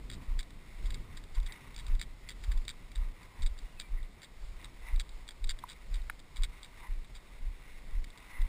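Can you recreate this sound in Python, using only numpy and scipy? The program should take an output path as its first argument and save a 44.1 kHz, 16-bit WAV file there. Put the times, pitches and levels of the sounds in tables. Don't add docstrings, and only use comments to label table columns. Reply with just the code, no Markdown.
import sys
import numpy as np
from scipy import signal
from scipy.fft import rfft, irfft, next_fast_len
from scipy.io import wavfile

SR = 44100
rng = np.random.default_rng(int(sys.argv[2]) if len(sys.argv) > 2 else 0)


def pcm_store(signal):
    levels = np.round(np.clip(np.atleast_2d(signal), -1, 1) * 32767)
    wavfile.write(sys.argv[1], SR, levels.astype(np.int16).T)


def amplitude_ratio(level_db):
    exponent = np.asarray(level_db, float) / 20
    return 10 ** exponent


N = 373963

# crest in seconds, peak in dB, sway in Hz, rebound delay in seconds, rebound peak in dB.
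FOOTFALLS = [(0.305, -24, 28.3, 0.069, -26.5), (0.862, -21.5, 32.6, 0.05, -29),
             (1.39, -20.5, 32, 0.05, -28), (1.927, -20.6, 25.6, 0.031, -36), (2.496, -21.5, 40, 0.07, -22),
             (3.005, -25.5, 29.5, 0.065, -30.5), (3.449, -19.5, 24.5, 0.061, -28),
             (3.943, -25, 26.6, 0.082, -31.5), (4.456, -35, 15.6, 0.057, -39),
             (4.953, -19.5, 26.5, 0.061, -37), (5.464, -25, 19, 0.061, -38),
             (5.934, -23.5, 31, 0.0736, -30), (6.412, -21.5, 26.3, 0.058, -31),
             (6.914, -26, 28.4, 0.073, -32.5), (7.474, -28, 33.6, 0.032, -41),
             (7.971, -22, 31.4, 0.043, -30.5), (8.423, -17.5, 25, .023, -24.5)]
# crest in seconds,
# peak in dB, sway in Hz.
EXTRA_JOLTS = [(0.823, -33.5, 17), (1.346, -35.5, 17.4), (1.893, -28, 49), (1.958, -28.5, 45), (2.446, -29.5, 33),
               (2.977, -29.5, 30.5), (3.409, -34, 53), (3.913, -36, 40), (4.921, -36, 22), (5.428, -32, 30),
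               (7.438, -29, 21), (7.944, -27, 16.5), (8.373, -42, 11)]
# frequency in Hz, level in dB per Hz.
THUD_SPECTRUM = [(35, -17), (55, 11), (80, -3.5), (120, -17), (200, -36), (300, -63)]
JOLT_TURNS = 0.81
REBOUND_HZ = 26.35

# start in seconds, peak in dB, first flight in seconds, loss in dB a bounce.
DROPS = [(0.1, -38.5, 0.014, 1.5), (.134, -44, 0.0054, 1), (.391, -30.5, 0.0082, 4),
         (.8582, -44.5, 0.0058, 4), (.9055, -38.5, 0.0037, 11), (0.9438, -38, 0.0057, 9),
         (1.1735, -42.5, 0.0049, 7), (1.3494, -45.5, .0054, 2.5), (1.4633, -42, 0.0054, 3),
         (1.779, -41.5, 0.0099, -1.5), (1.9957, -39.5, 0.0042, 11), (2.014, -29, 0.011, 6.5),
         (2.2934, -36.5, 0.011, 2), (2.439, -40, .0056, 4.5), (2.5181, -38, 0.0028, 8),
         (2.6805, -30, 0.011, 1), (2.9569, -40.5, 0.009, 8), (3.4212, -40.5, 0.005, 0),
         (3.4628, -36.5, 0.0062, 6), (3.7989, -30.5, 0.011, 5), (4.2312, -42.5, 0.0078, 1),
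         (4.6448, -41, 0.0092, 8), (4.9977, -26.5, 0.0073, 5.5), (5.4934, -26.5, 0.0076, 2),
         (5.6902, -42, 0.0084, -1.3), (5.9424, -38.5, .0135, 3.5), (6.3683, -39.5, 0.0092, 5),
         (6.4345, -29, 0.0062, 2.5), (6.6457, -44.5, 0.0084, 4.5), (7.1522, -45.5, 0.0075, 0.5)]
# time in seconds, peak in dB.
TICKS = [(1.4296, -50), (1.5223, -38.5), (1.7629, -37), (1.8659, -43.5), (2.2887, -34.5), (2.5754, -42),
         (3.5886, -42.5), (4.2184, -46.5), (4.9605, -44), (5.2789, -41), (5.2886, -33.5), (5.3077, -43),
         (5.4423, -37.5), (5.4729, -45), (5.5885, -44), (6.0981, -44), (6.422, -42), (6.6309, -41),
         (8.0427, -42), (8.4173, -41.5),
         (0.4292, -43.5), (.5053, -50), (.9217, -50), (1.1699, -49), (1.2384, -48), (1.401, -51),
           (1.744, -47), (1.8822, -47), (1.9512, -45), (2.6509, -49), (2.9166, -49), (2.9769, -52),
           (3.2307, -49.5), (4.0292, -52.5), (4.6143, -53), (5.0921, -48), (5.5177, -47), (5.6844, -54),
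           (5.7183, -48), (5.7303, -48), (5.3182, -52), (3.5786, -52), (6.0165, -55), (6.1932, -48.5),
           (6.1994, -51), (6.3601, -44), (7.0453, -50.5), (8.1033, -50), (8.1748, -48), (8.1816, -51)]
# frequency in Hz, level in dB, 60 dB decay in seconds.
CASE_MODES = [(1850, -7, 0.0082), (2258, -3, 0.01), (3000, -34.5, 0.0012), (3365, -7, 0.022),
              (3776, 5, 0.0089), (4020, -30, 0.011), (4455, -3, 0.0087), (4850, -2, 0.0069),
              (5600, -22, 0.0075), (5860, -1, 0.0047)]
FLIGHT_SHRINK, TIRING_DB, UNEVEN_DB = 0.75, 1.1, -1
LEAD_IN_S, LEAD_IN_DB, LEAD_IN_FOLLOWS = 0.004, -53.5, 0.31
CHATTER_S, CHATTER_DB, CHATTER_SPREAD_DB = 0.0032, -14.5, 2
MODE_SCATTER_DB = 2.0
DIP_HZ, DIP_WIDTH_HZ = 4270, 200

# time in seconds, peak in dB, mode in Hz, 60 dB decay in seconds.
STRAP_TAPS = [
    (5.638, -30, 997, 0.019),
    (5.638, -53, 1150, 0.01),
    (6.098, -31.5, 1476, 0.016),
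    (6.098, -23, 1680, 0.0074),
    (6.098, -27.5, 2110, 0.0094),
    (6.098, -39, 900, 0.014),
]

# middle in seconds, half-length in seconds, port in dB, hollow in dB.
DRAGS = [
    (1.512, 0.027, -53, -64),
    (2.296, 0.054, -61, -80),
    (3.388, 0.094, -75, -63.5),
    (3.993, 0.022, -57.5, -78),
    (4.883, 0.053, -54.5, -64),
    (6.85, 0.028, -54, -56),
    (8.367, 0.072, -52.5, -63),
]
PORT_HZ, HOLLOW_HZ, DRAG_T60_S = 2020, 995, 0.014

# middle in seconds, half-length in seconds, port in dB, hollow above port in dB.
SWEEPS = [(0.285, 0.13, -65.5, 4.5), (0.698, 0.054, -68, -19), (0.907, 0.13, -66, 1.5),
          (1.135, 0.096, -66.5, -.7), (1.373, 0.024, -61, 3), (1.553, 0.15, -59.5, -1.5),
          (1.76, 0.12, -65.5, 3.5), (1.914, 0.045, -61.5, 1), (2.302, 0.042, -66, -12),
          (2.53, 0.066, -66.5, 4), (2.78, 0.11, -71, -2), (3.036, 0.047, -61.5, 3),
          (3.227, 0.073, -63.5, 2.5), (3.41, 0.041, -64, -7), (3.643, 0.08, -69, 1), (3.943, 0.053, -67, 4),
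          (4.216, 0.044, -67, -2), (4.635, 0.071, -64, 2), (4.892, 0.072, -57.5, -.7),
          (5.164, 0.11, -78, 9), (5.49, 0.027, -75, -5), (5.68, 0.13, -65.5, -1), (5.963, 0.042, -62, -2),
          (6.394, 0.043, -67, 8), (6.57, 0.087, -66, 0.5), (6.813, .09, -60, -1), (7.36, 0.51, -72.5, -7),
          (7.708, 0.11, -64.5, -10), (7.946, 0.04, -70, -1.5), (8.355, 0.23, -59.5, 1)]
# frequency in Hz, level in dB per Hz.
PORT_SPECTRUM = [(1000, -59), (1450, -10), (1760, -13), (1900, -3.5), (2150, -2.5), (2450, -8), (2800, -10),
                 (3200, -20.5), (3650, -9.5), (4300, -20.5), (4700, -29), (5900, -8.5), (7000, -60)]
# frequency in Hz, level in dB per Hz.
HOLLOW_SPECTRUM = [(600, -21.5), (760, -11.5), (980, -2), (1250, -5), (1550, -26.5), (1900, -23.5)]
# frequency in Hz, level in dB per Hz.
HISS_SPECTRUM = [(76, -44), (130, -5.5), (547, -8.5), (1120, -12), (1670, -16), (2120, -8.5), (2660, -18),
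                 (3170, -16.5), (3650, -15), (5030, -19), (5900, -14), (7670, -51), (13000, -120)]
HISS_DB = -62.5
REST_DB, REST_HOLLOW_DB = -68, -68.5

# time in seconds, level in dB.
WIND = [(0.0, -52), (0.68, -58), (0.94, -51), (1.41, -60.5), (1.72, -58), (1.94, -57), (2.22, -61),
        (2.53, -60), (3.05, -60), (3.4, -62.5), (3.61, -63), (5.36, -63), (5.64, -61.5), (6.14, -63.5),
        (6.5, -62.5), (7.79, -65.5), (8.01, -62.5), (8.48, -63.5)]
# time in seconds, level in dB.
ROCKING = [(0.0, -45), (0.21, -47), (1.44, -48), (1.65, -53), (2.0, -45), (2.27, -52.5), (2.43, -44),
           (3.28, -53.5), (3.64, -47), (4.27, -57), (4.6, -47.5), (5.5, -46.5), (5.64, -51), (6.0, -51),
           (6.14, -53.5), (8.03, -50.5), (8.22, -55), (8.48, -50)]
# frequency in Hz, level in dB per Hz.
SWAY_SPECTRUM = [(12, -11.5), (20, 4.5), (32, -1.5), (45, 0.5), (65, -19.5), (100, -34), (140, -44)]
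# frequency in Hz, level in dB per Hz.
BUFFET_SPECTRUM = [(45, -33), (70, -3.5), (110, -4.5), (170, -9.5), (300, -15), (420, -21.5), (700, -32),
                   (1000, -54)]
LURCH_DB, LURCH_LEAD_S, LURCH_HALF_S = 4, 0.025, 0.11

# time in seconds, pitch in Hz, level in dB.
BIRD = [
    [(3.65, 2800, -72), (3.67, 2850, -68), (3.70, 2800, -64)],
    [(3.72, 2880, -64), (3.74, 2800, -68), (3.765, 2700, -74)],
    [(3.77, 2690, -61), (3.81, 2400, -58), (3.86, 2330, -63), (3.9, 2200, -74)],
]

HOLD_HZ, EDGE_HZ, TOP_HZ = 12000.1, 5935, 15200


def steps():
    sways, thuds = np.zeros(N + SR), np.zeros(N + SR)
    for crest_s, peak_db, sway_hz in jolts():
        rise_s = JOLT_TURNS / sway_hz
        age = np.arange(int(5 * rise_s * SR)) / SR / rise_s
        swell = amplitude_ratio(peak_db) * age ** 2 * np.exp(2 - 2 * age)
        start = round((crest_s - rise_s) * SR)
        span = slice(start, start + len(age))
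        thuds[span] += swell
        sways[span] += swell * np.cos(2 * np.pi * JOLT_TURNS * (age - 1))
    rough = coloured(rng.standard_normal(N), THUD_SPECTRUM)
    return sways[:N] + amplitude_ratio(-20) * thuds[:N] * rough


def jolts():
    yield from EXTRA_JOLTS
    for crest_s, peak_db, sway_hz, later_s, rebound_db in FOOTFALLS:
        yield crest_s, peak_db, sway_hz
        yield crest_s + later_s, rebound_db, REBOUND_HZ


def rattle():
    touch_s, peak_db = touches()
    at = (touch_s * SR).astype(int)
    luck = rng.standard_normal((len(at), len(CASE_MODES) + 1))
    early_at = at - (SR * 0.0006 * amplitude_ratio(2.4 * luck[:, -1])).astype(int)
    hits = np.zeros(N)
    hits[at] = amplitude_ratio(-42 + 0.7 * (peak_db + 42))
    decay = amplitude_ratio(-60 / (0.017 * SR))
    scuff = amplitude_ratio(-21.5) * signal.lfilter([1], [1, -decay], hits) * rng.standard_normal(N)
    out = np.zeros(N)
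    for k, (hz, level_db, t60) in enumerate(CASE_MODES):
        sign = (-1) ** k
        clicks = scuff * amplitude_ratio(level_db)
        clicks[at] += sign * amplitude_ratio(peak_db + level_db + MODE_SCATTER_DB * luck[:, k])
        clicks[early_at] += sign * amplitude_ratio(peak_db + level_db - 8.5)
        out += ring(clicks, hz, t60)
    out = signal.lfilter(*signal.iirnotch(DIP_HZ, DIP_HZ / DIP_WIDTH_HZ, fs=SR), out)
    return amplitude_ratio(-3.0) * signal.sosfilt(signal.butter(4, 1200, "high", fs=SR, output="sos"), out)


def touches(count=6):
    drop_s, peak_db, flight_s, loss_db = np.transpose(DROPS)[:, :, None]
    k = np.arange(count)
    luck = rng.standard_normal((len(DROPS), count))
    bounce_s = drop_s + flight_s * (1 - FLIGHT_SHRINK ** k) / (1 - FLIGHT_SHRINK)
    bounce_db = peak_db - loss_db * k - TIRING_DB * k ** 2 + UNEVEN_DB * luck * (k > 1)
    lead_in_s = drop_s.ravel() - LEAD_IN_S
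    lead_in_db = LEAD_IN_DB + LEAD_IN_FOLLOWS * (peak_db.ravel() - peak_db.mean())
    single_s, single_db = np.transpose(TICKS)
    s = np.r_[single_s, bounce_s.ravel(), lead_in_s]
    db = np.r_[single_db, bounce_db.ravel(), lead_in_db]
    late, weak = rng.standard_normal((len(s), 2)).T
    chatter_s = s + CHATTER_S * amplitude_ratio(2.5 * late)
    chatter_db = db + CHATTER_DB + CHATTER_SPREAD_DB * weak
    return np.r_[s, chatter_s], np.r_[db, chatter_db]


def taps():
    out = np.zeros(N)
    for s, peak_db, hz, t60 in STRAP_TAPS:
        click = np.zeros(N)
        click[round(s * SR)] = amplitude_ratio(peak_db + 3)
        padding = signal.butter(2, [0.86 * hz, 1.45 * hz], "band", fs=SR, output="sos")
        out += signal.sosfilt(padding, ring(click, hz, t60))
    return out


def drags():
    t, port_gain, hollow_gain = np.arange(N) / SR, np.zeros(N), np.zeros(N)
    for s, half_s, port_db, hollow_db in DRAGS:
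        swell = np.exp(-((t - s) / half_s) ** 2)
        port_gain += amplitude_ratio(port_db) * swell
        hollow_gain += amplitude_ratio(hollow_db) * swell
    rub = grains(1800, spread_db=1.5)

    def sung(hz):
        return rms_one(ring(ring(rub, hz, DRAG_T60_S), hz, DRAG_T60_S / 2))

    return port_gain * sung(PORT_HZ) + hollow_gain * sung(HOLLOW_HZ)


def grass():
    s, half_s, sweep_db, hollow_db = np.transpose(SWEEPS)
    port_gain = amplitude_ratio(REST_DB) + bell_swells(s, half_s, amplitude_ratio(sweep_db))
    hollow_gain = amplitude_ratio(REST_HOLLOW_DB) + bell_swells(s, half_s, amplitude_ratio(sweep_db + hollow_db))
    flutter_db = 1.4
    gusts = drift(41)
    port_gain = port_gain * amplitude_ratio(-1.1 + flutter_db * (gusts + drift(50)))
    hollow_gain = hollow_gain * amplitude_ratio(-4.5 + flutter_db * (gusts + drift(20)))
    port = coloured(grains(2500, spread_db=0.5), PORT_SPECTRUM) * port_gain
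    hollow = coloured(grains(1500, spread_db=2.0), HOLLOW_SPECTRUM) * hollow_gain
    hiss = amplitude_ratio(HISS_DB) * coloured(rng.standard_normal(N), HISS_SPECTRUM)
    return port + hollow + hiss


def wind():
    buffet_db, = in_time(WIND)
    rocking_db, = in_time(ROCKING)
    lurch_db = bell_swells(np.transpose(FOOTFALLS)[0] - LURCH_LEAD_S, LURCH_HALF_S, LURCH_DB)
    sway_gain = amplitude_ratio(rocking_db + lurch_db + 0.5 + 2.9 * drift(3.2))
    buffet_gain = amplitude_ratio(buffet_db - 0.5 + 2.3 * drift(17.5))
    sway = coloured(rng.standard_normal(N), SWAY_SPECTRUM) * sway_gain
    return sway + coloured(rng.standard_normal(N), BUFFET_SPECTRUM) * buffet_gain


def bird():
    t, out = np.arange(N) / SR, np.zeros(N)
    for note in BIRD:
        hz, db = in_time(note)
        edge = np.clip(np.minimum(t - note[0][0], note[-1][0] - t) / 0.005, 0, 1)
        tone = np.sin(2 * np.pi * np.cumsum(hz) / SR)
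        out += edge * amplitude_ratio(db + 1.5 * drift(40)) * tone
    return out


def ring(clicks, hz, t60):
    r, w = amplitude_ratio(-60 / (t60 * SR)), 2 * np.pi * hz / SR
    return signal.lfilter([0, np.sin(w)], [1, -2 * r * np.cos(w), r * r], clicks + 1e-18)


def grains(per_s, spread_db):
    sizes = amplitude_ratio(spread_db * np.minimum(rng.exponential(1, N), 4))
    sizes = sizes * rng.choice([-1, 1], N)
    return sizes * (rng.random(N) < per_s / SR)


def coloured(x, spectrum):
    size = next_fast_len(N)
    hz, db = np.transpose(spectrum)
    log_hz = np.log(np.arange(size // 2 + 1) * SR / size + 1)
    gain = amplitude_ratio(np.interp(log_hz, np.log(hz), db))
    return rms_one(irfft(rfft(x, size) * gain, size)[:N])


def rms_one(x):
    return x / np.sqrt(np.mean(x ** 2) + 1e-20)


def drift(rate):
    r = np.exp(-80 * np.pi * rate / SR)
    noise = rng.standard_normal(N // 40 + 2002)
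    slow = signal.lfilter([1], [1, -2 * r, r * r], noise)[2000:]
    return np.interp(np.arange(N) / 40, np.arange(len(slow)), rms_one(slow))


def bell_swells(s, half_s, height):
    t = np.arange(0, N, 40) / SR
    bells = height * np.exp(-((t[:, None] - s) / half_s) ** 2)
    return np.interp(np.arange(N) / SR, t, np.sum(bells, axis=1))


def in_time(rows):
    s, *columns = np.transpose(rows)
    return [np.interp(np.arange(N) / SR, s, column) for column in columns]


def scene():
    return (steps() + rattle() + taps() + drags() + grass() + wind() + bird())[None]


def top_cut(x):
    return signal.sosfilt(signal.butter(12, 16210, fs=SR, output="sos"), x)


def record(dry):
    x = signal.sosfilt(signal.cheby2(8, 40, EDGE_HZ * 1.086, fs=SR, output="sos"), dry)
    x = x * (1 + 2 * np.cos(2 * np.pi * HOLD_HZ * np.arange(N) / SR))
    x = signal.sosfilt(signal.cheby1(11, 1, TOP_HZ, fs=SR, output="sos"), x)
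    size = next_fast_len(N)
    droop = np.sinc(np.arange(size // 2 + 1) * SR / size / HOLD_HZ)
    mix = irfft(rfft(x, size) * droop, size)[:, :N]
    return top_cut(mix)


dry = scene()
out = record(dry)
pcm_store(out)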